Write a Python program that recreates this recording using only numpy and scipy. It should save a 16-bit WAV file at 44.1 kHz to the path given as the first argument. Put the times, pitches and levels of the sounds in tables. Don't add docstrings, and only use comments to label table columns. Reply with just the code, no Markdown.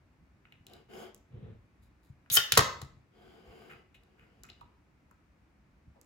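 import sys
import numpy as np
from scipy import signal
from scipy.fft import rfft, irfft, next_fast_len
from scipy.io import wavfile
from scipy.ndimage import uniform_filter1d

SR = 44100
rng = np.random.default_rng(int(sys.argv[2]) if len(sys.argv) > 2 else 0)


def store_pcm(level_fs):
    pcm = np.round(np.clip(level_fs, -1, 1) * 32767).astype(np.int16)
    wavfile.write(sys.argv[1], SR, np.atleast_2d(pcm).T)


N = 267157
T = np.arange(N) / SR

# f/Hz, width/Hz, relative level/dB
LID_MODES = [(1330, 110, -6), (1415, 32, 0), (1610, 54, -4.5), (1780, 180, -6), (2420, 20, -11),
             (2954, 70, -1), (3129, 54, 2.5), (3430, 90, -6.5), (3535, 35, -3.5), (3690, 20, 3),
             (5100, 190, -9.5), (5520, 200, -9.5)]
# f/Hz, width/Hz, relative level/dB
FOOT_MODES = [(213.3, 59, -2), (367, 33, 4), (460, 45, 0.5), (705, 117, -4), (844, 47, -24),
              (1177, 150, -12.5), (1520, 86, -8.5), (1640, 76, -27), (2230, 220, -15), (2620, 220, -33),
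              (3170, 83, -54), (3500, 83, -43), (4830, 160, -17.5), (6600, 640, -37), (7400, 240, -39)]


def undb(db):
    return 10 ** (np.asarray(db) / 20)


def unit(x):
    return x / np.sqrt(np.mean(np.abs(x) ** 2))


def along(rows, hz):
    f, *columns = np.transpose(rows)
    return [np.interp(np.log(hz), np.log(f), c) for c in columns]


def causal(gain):
    cepstrum = irfft(np.log(gain + 1e-9))
    half = cepstrum.shape[-1] // 2
    cepstrum[..., 1:half] *= 2
    cepstrum[..., half + 1:] = 0
    return irfft(np.exp(rfft(cepstrum)))


def grid(size=16384):
    return np.maximum(np.arange(size // 2 + 1) * SR / size, 1)


def colour(points):
    level_db = along(points, grid())[0]
    return causal(unit(undb(level_db)))


def body(modes):
    f = grid()
    power = 0
    for hz, width_hz, db in modes:
        detuning = (f * f - hz * hz) / (f * width_hz)
        power = power + undb(db) ** 2 / (1 + detuning ** 2)
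    return causal(unit(np.sqrt(power)))


def through(x, response):
    return signal.oaconvolve(x, np.atleast_2d(response), axes=1)[:, :N]


def noise():
    return rng.standard_normal((2, N))


def walk(rate_hz):
    steps = rng.standard_normal(4096)
    return 1.2 * np.interp(T * rate_hz, np.arange(len(steps)), steps)


def envelope(start_s, rise_s, end_s, t60_s):
    rise = np.clip((T - start_s) / rise_s, 0, 1)
    return rise * np.exp(-np.log(1000) * np.maximum(T - end_s, 0) / t60_s)


def crackles(events, size=8192, soft_ms=16, rise_ms=.3, grain_db=5):
    ms = np.array(events)[:, 1, None, None]
    age_ms = 1000 * np.arange(1, size + 1) / SR
    swell = (1 - np.exp(-age_ms / rise_ms)) * (age_ms / ms) ** (ms / soft_ms)
    shape = swell * np.exp(-age_ms / ms)
    catches = np.repeat(rng.standard_normal((len(events), 1, size // 32)), 32, axis=2)
    unevenness = undb(grain_db * catches * ms / soft_ms)
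    spectra = rfft(rng.standard_normal((len(events), 2, size)) * shape * unevenness)
    power = uniform_filter1d(np.abs(spectra) ** 2, size=31)
    return irfft(spectra * rfft(causal(power ** -.5)))


def blows(events, bursts, levels_db):
    out = np.zeros((2, N + bursts.shape[-1]))
    for row, burst, db in zip(events, bursts, levels_db):
        start = int(row[0] * SR)
        out[:, start:start + burst.shape[-1]] += burst * undb(db) * np.sqrt(SR / 100)
    return out[:, :N]


def ports(pair, hearing):
    size = next_fast_len(N + 2048, real=True)
    alike, tilt_db, lead_rad = along(hearing, grid(size))
    alike = np.clip(alike, 0, 1)
    mid, side = rfft(pair, size) * np.sqrt([(1 + alike) / 2, (1 - alike) / 2])
    turn = undb(tilt_db / 2) * np.exp(.5j * lead_rad)
    return irfft(np.array([(mid + side) * turn, (mid - side) / turn]), size)[:, :N]


def quiet(level_db=-65):
    # f/Hz, relative level/dB
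    spectrum = [(20, -33), (48, -1), (66, 0.5), (105, -6), (200, -8), (300, -10.5), (440, -20), (900, -21),
                (2400, -25.5), (3200, -35.5), (6000, -39.5), (10000, -47.5), (16000, -49.5)]
    air = through(noise(), colour(spectrum))
    low = signal.sosfilt(signal.butter(2, 250, fs=SR, output="sos"), air)
    wavering = low * (undb(3.2 * walk(26)) - 1)
    return (air + wavering) * undb(level_db)


def table(force, late_s=.012):
    # f/Hz, width/Hz, relative level/dB
    modes = [(81, 24, -4), (102, 33, -6.5), (131, 11, 0.5), (161, 23, -16.5)]
    late = np.array([np.interp(T - late_s, T, channel) for channel in force])
    return through(late, body(modes))


def touches():
    # t/s, contact pitch/Hz, ring/dB, nail tick/dB
    taps = [(0.453, 1990, -59.5, -93), (0.523, 2400, -56.5, -75), (0.667, 3870, -56.5, -57.5),
            (0.735, 4530, -58, -61.5), (1.146, 4870, -75, -55.5), (2.261, 1720, -66, -90),
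            (2.816, 6380, -52.5, -69.5), (4.035, 4990, -75, -76), (4.435, 6980, -56, -54),
            (4.5001, 4220, -53, -77.5), (4.61, 3350, -66, -77), (4.612, 860, -51.5, -77.5),
            (5.111, 1270, -62, -72.5), (6.014, 9305, -79, -62)]
    # t/s, length/ms, contact pitch/Hz, ring/dB
    rubs = [(1.817, 15.6, 5400, -74), (2.025, 19.5, 5700, -74.5), (3.692, 15, 1904, -47.5),
            (3.943, 8.9, 2498, -58), (4.17, 24, 1900, -59), (4.438, 8.3, 1690, -55.5),
            (4.487, 6.8, 2283, -55.5), (5.956, 11, 600, -61)]
    contact_cycles = 2.6
    scratch_db, scratch_db_per_octave = -17.5, 14.5
    rows = []
    for s, hz, ring_db, tick_db in taps:
        rows.append((s, 1000 * contact_cycles / hz, hz, ring_db, tick_db))
    for s, ms, hz, ring_db in rubs:
        tick_db = ring_db + scratch_db + scratch_db_per_octave * np.log2(hz / 2000)
        rows.append((s, ms, hz, ring_db, tick_db))
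    return rows


def fingers(octaves=0.45, spill=0.021, thud_db=-8, foot_db=-11.5):
    # f/Hz, width/Hz, relative level/dB
    wall_modes = [(465, 132.1, 0), (964, 30.7, 7.5), (1260, 260, 1), (1400, 180, -9), (2060, 200, -10),
                  (2240, 60, -6.5), (2520, 60, -0.5), (2890, 140, -1), (3385, 97, -11), (3743, 190, -4.5),
                  (4053, 79, -2), (4980, 310.3, -11), (6120, 90, -15.5), (7300, 203.6, -7.5),
                  (7860, 90, -6)]
    # f/Hz, relative level/dB
    tick_spectrum = [(300, -24.5), (2500, -13), (4500, -2), (7300, 7.5), (9000, 0), (11500, 4.5),
                     (16000, -2.5)]
    events = touches()
    bursts = crackles(events)
    _, _, pitch_hz, ring_db, tick_db = np.transpose(events)
    distance = np.log2(grid() / pitch_hz[:, None]) / octaves
    contact = np.exp(-.5 * distance ** 2) + spill
    wall = np.abs(rfft(body(wall_modes)))
    touched = causal(np.array([unit(c * wall) for c in contact]))
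    rings = blows(events, signal.fftconvolve(bursts, touched[:, None], axes=2), ring_db)
    ticks = through(blows(events, bursts, tick_db), colour(tick_spectrum))
    foot = through(blows(events, bursts, ring_db + foot_db), body(FOOT_MODES))
    return rings + ticks + foot + table(blows(events, bursts, ring_db + thud_db))


def room(x, size=32768, scatter_s=0.00083, rise_s=0.0076):
    # delay/ms, level/dB
    echoes = [(2.9, -15.5), (8.2, -17), (17.3, -14.5), (31, -18)]
    # f/Hz, t60/s, level/dB
    tail = [(100, 0.84, -11.5), (300, 0.54, -7.5), (1100, 0.43, -4.5), (3000, 0.39, -5.5), (5500, .41, -6),
            (8510, 0.15, -15), (15000, .34, -15)]
    t, f = np.arange(size) / SR, grid(size)
    centres_hz = np.geomspace(60, 16000, 12)
    white = rfft(rng.standard_normal((2, size)))
    response = np.zeros((2, size))
    for share, t60_s, db in zip(np.eye(len(centres_hz)), *along(tail, centres_hz)):
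        band = irfft(white * np.interp(np.log(f), np.log(centres_hz), share))
        decay = np.exp(-np.log(1000) * t / t60_s) * np.clip(t / rise_s, 0, 1)
        response += band * unit(decay) * undb(db) / np.sqrt(size)
    for ms, db in echoes:
        since_s = t - ms / 1000
        scatter = rng.standard_normal((2, size)) * (since_s > 0) * np.exp(-np.abs(since_s) / scatter_s)
        darkened = signal.lfilter([1], [1, -.45], scatter)
        response += unit(darkened) * undb(db) / np.sqrt(size)
    power = np.abs(rfft(response)) ** 2
    even = causal(np.sqrt(uniform_filter1d(power, size=601) / uniform_filter1d(power, size=31)))
    return through(x, irfft(rfft(response) * rfft(even)))


def push(start_s, length_s, db, skew=.82, shape=1.1):
    progress = np.clip((T - start_s) / length_s, 0, 1)
    return undb(db) * np.abs(np.sin(np.pi * progress ** skew)) ** shape


def sliding(slide_db=-2, squeak_db=-16, fast_db=-47, brightening=1.0, sing_db=-14, judder_db=-1, grain_db=1.5):
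    # t/s, length/s, speed/dB
    slides = [(0.663, 0.18, -56.5), (0.881, 0.25, -47), (3.11, 0.45, -58), (3.432, 0.43, -55),
              (3.893, 0.99, -70)]
    # t/s, length/s, speed/dB
    slow_push = (1.295, .305, -49.5)
    # f/Hz, relative level/dB
    judder_spectrum = [(24, -38), (40, -8.5), (112, -0.5), (314, -16.5), (450, -14.5), (623, -24),
                       (720, -30.5), (1380, -34.5), (3000, -40.5), (3900, -42.5), (6600, -120)]
    # f/Hz, width/Hz, relative level/dB
    squeak_modes = [(5260, 140, 23.5), (6470, 410, 20.5), (9250, 230, -25.5), (10560, 2300, 11.5),
                    (15400, 3600, 5)]
    # t/s, f/Hz
    rim_pitch = [(0.9, 2948), (1.1, 3172), (3.3, 3196), (3.45, 2942), (3.7, 2922)]
    speed = sum(push(*row) for row in slides)
    slips = unit(noise() * undb(grain_db * walk(600) + 0.087 * walk(35))) * speed
    scrape = through(slips, body(FOOT_MODES))
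    squeak = through(slips * (speed / undb(fast_db)) ** brightening, body(squeak_modes))
    turns = np.cumsum(np.interp(T, *np.transpose(rim_pitch))) / SR
    wobble = through(noise(), body([(40.6, 114, 0)]))
    sing = unit(wobble * np.sin(2 * np.pi * turns)) * speed
    rumble = through(noise() * push(*slow_push) * undb(2 * walk(40)), colour(judder_spectrum))
    return undb(slide_db) * scrape + undb(squeak_db) * squeak + undb(sing_db) * sing + undb(judder_db) * rumble


def thuds(events, levels_db):
    return table(blows(events, np.ones((len(events), 2, 1)), levels_db))


def presses(softness_hz=180):
    # t/s, thud/dB ahead of the palm's low-pass
    leans = [(2.088, -45.5), (2.956, -53)]
    soft = signal.butter(2, softness_hz, fs=SR, output="sos")
    return signal.sosfilt(soft, thuds(leans, np.transpose(leans)[1]))


def opening(tear_s=2.565, sealed_hollow_db=-15.5, open_lid_db=-12):
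    # t/s, length/ms, ring/dB (ahead of the sealed/open cuts), metal crack/dB, table thud/dB
    snaps = [(2.3002, 1.2, -46.5, -41.5, -46), (2.369, 2.1, -28, -24.5, -47),
             (2.3712, 2.6, -18.5, -29, -48.5), (2.521, 2, -29, -21, -39), (2.5738, 2.3, -18.5, -20, -25),
             (2.5761, 3.7, -20.5, -19.5, -38.5), (2.5915, 2.45, -21.5, -41, -38),
             (2.816, 1.94, -49, -49.5, -41)]
    # f/Hz, width/Hz, relative level/dB
    hollow_modes = [(265, 80, -14), (400, 45, -5), (451, 29, -3), (653, 50, -8), (927, 87, -2.5),
                    (1061, 25, -3.5), (1130, 43, 3.5), (1250, 50, 2.5), (1292.5, 60, 1.5), (1570, 70, -5),
                    (1896, 30, -6.5), (2010, 130, -2), (2720, 110, -8)]
    # f/Hz, relative level/dB
    crack_spectrum = [(200, -21), (1200, -13), (1800, -2), (2350, -1), (3000, -0.5), (4000, 4.5), (4500, 0),
                      (6800, -0.5), (8200, -6), (10000, -3), (12500, -5), (13500, -13.5), (16000, -8.5)]
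    groan_db, groan_rise_s, groan_t60_s = -29.5, .006, .03
    flap_hz, flap_width_hz, flap_db = 654, 600, -8
    bursts = crackles(snaps)
    s, _, ring_db, crack_db, thud_db = np.transpose(snaps)
    torn = s > tear_s
    lid_db = ring_db + open_lid_db * torn
    hollow_db = ring_db + sealed_hollow_db * ~torn
    groan = noise() * envelope(tear_s, groan_rise_s, tear_s + groan_rise_s, groan_t60_s) * undb(groan_db)
    lid = through(blows(snaps, bursts, lid_db), body(LID_MODES))
    hollow = through(blows(snaps, bursts, hollow_db) + groan, body(hollow_modes))
    crack = through(blows(snaps, bursts, crack_db), colour(crack_spectrum))
    flap = through(blows(snaps, bursts, hollow_db + flap_db), body([(flap_hz, flap_width_hz, 0)]))
    return lid + hollow + crack + flap + thuds(snaps, thud_db)


def gas(flutter_db=1.04):
    # f/Hz, width/Hz, relative level/dB
    jet_modes = [(2020, 1500, -19.5), (3700, 900, -15.5), (6400, 800, -1.5), (8600, 640, -3.5),
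                 (10630, 200, 0.5), (10150, 150, 5), (11460, 280, 5.5), (11790, 130, 4.5),
                 (12300, 900, -4.5), (14630, 200, 1.5), (14800, 1500, -2.5)]
    leak_s, jet_s, pop_s = 2.301, 2.311, 2.368
    leak_hz, leak_db, leak_rise_s, leak_t60_s = 3770, -36.5, .001, .06
    jet_db, jet_rise_s, jet_t60_s = -21, .036, .035
    fizz_db, fizz_t60_s = -52, .4
    shake_db, shake_growth_db_per_s, shake_t60_s = -32.5, 650, 0.07
    leak = undb(leak_db) * envelope(leak_s, leak_rise_s, jet_s, leak_t60_s)
    rush = undb(jet_db) * envelope(jet_s, jet_rise_s, pop_s, jet_t60_s)
    fizz = undb(fizz_db) * envelope(leak_s, leak_rise_s, pop_s, fizz_t60_s)
    growth_db = shake_db - shake_growth_db_per_s * np.maximum(pop_s - T, 0)
    shake = undb(growth_db) * envelope(jet_s, leak_rise_s, pop_s, shake_t60_s)
    whistle = through(noise(), body([(leak_hz, 250, 0)])) * leak
    jet = through(noise() * (rush + fizz) * undb(flutter_db * walk(400)), body(jet_modes))
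    return whistle + jet + through(noise() * shake, body(LID_MODES))


def scene():
    # f/Hz, likeness/0-1, left minus right/dB, left lead/rad
    near = [(130, .95, -1, 0), (280, 0.03, 4, 0.64), (500, 0.4, 4, 1), (1170, .75, -2.5, 1.5),
            (2200, .35, 3, 1.85), (3260, .6, 4.5, 1.28), (5030, 0.4, 2, 1), (7030, 0.8, 1, 0.5),
            (10100, .95, -0.5, -4.9), (13400, 0.1, 0, -9.5), (15900, .95, 0, -13.5)]
    # f/Hz, likeness/0-1, left minus right/dB, left lead/rad
    diffuse = [(100, 0.99, 0.27, 0), (200, 0.76, 0.0083, 0.0037), (350, 0.75, 1, 0.0015),
               (700, 0.41, 0, 0.0068), (1800, 0.034, 1, 0.0068), (4000, 0.2, 2, 0), (8000, 0.045, 0.12, 0)]
    can = opening() + gas() + fingers() + sliding() + presses()
    return ports(can, near) + ports(room(can) + quiet(), diffuse)


def record(dry, top_hz=15900):
    return signal.sosfilt(signal.ellip(10, .2, 80, top_hz, fs=SR, output="sos"), dry)


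dry = scene()
out = record(dry)
store_pcm(out)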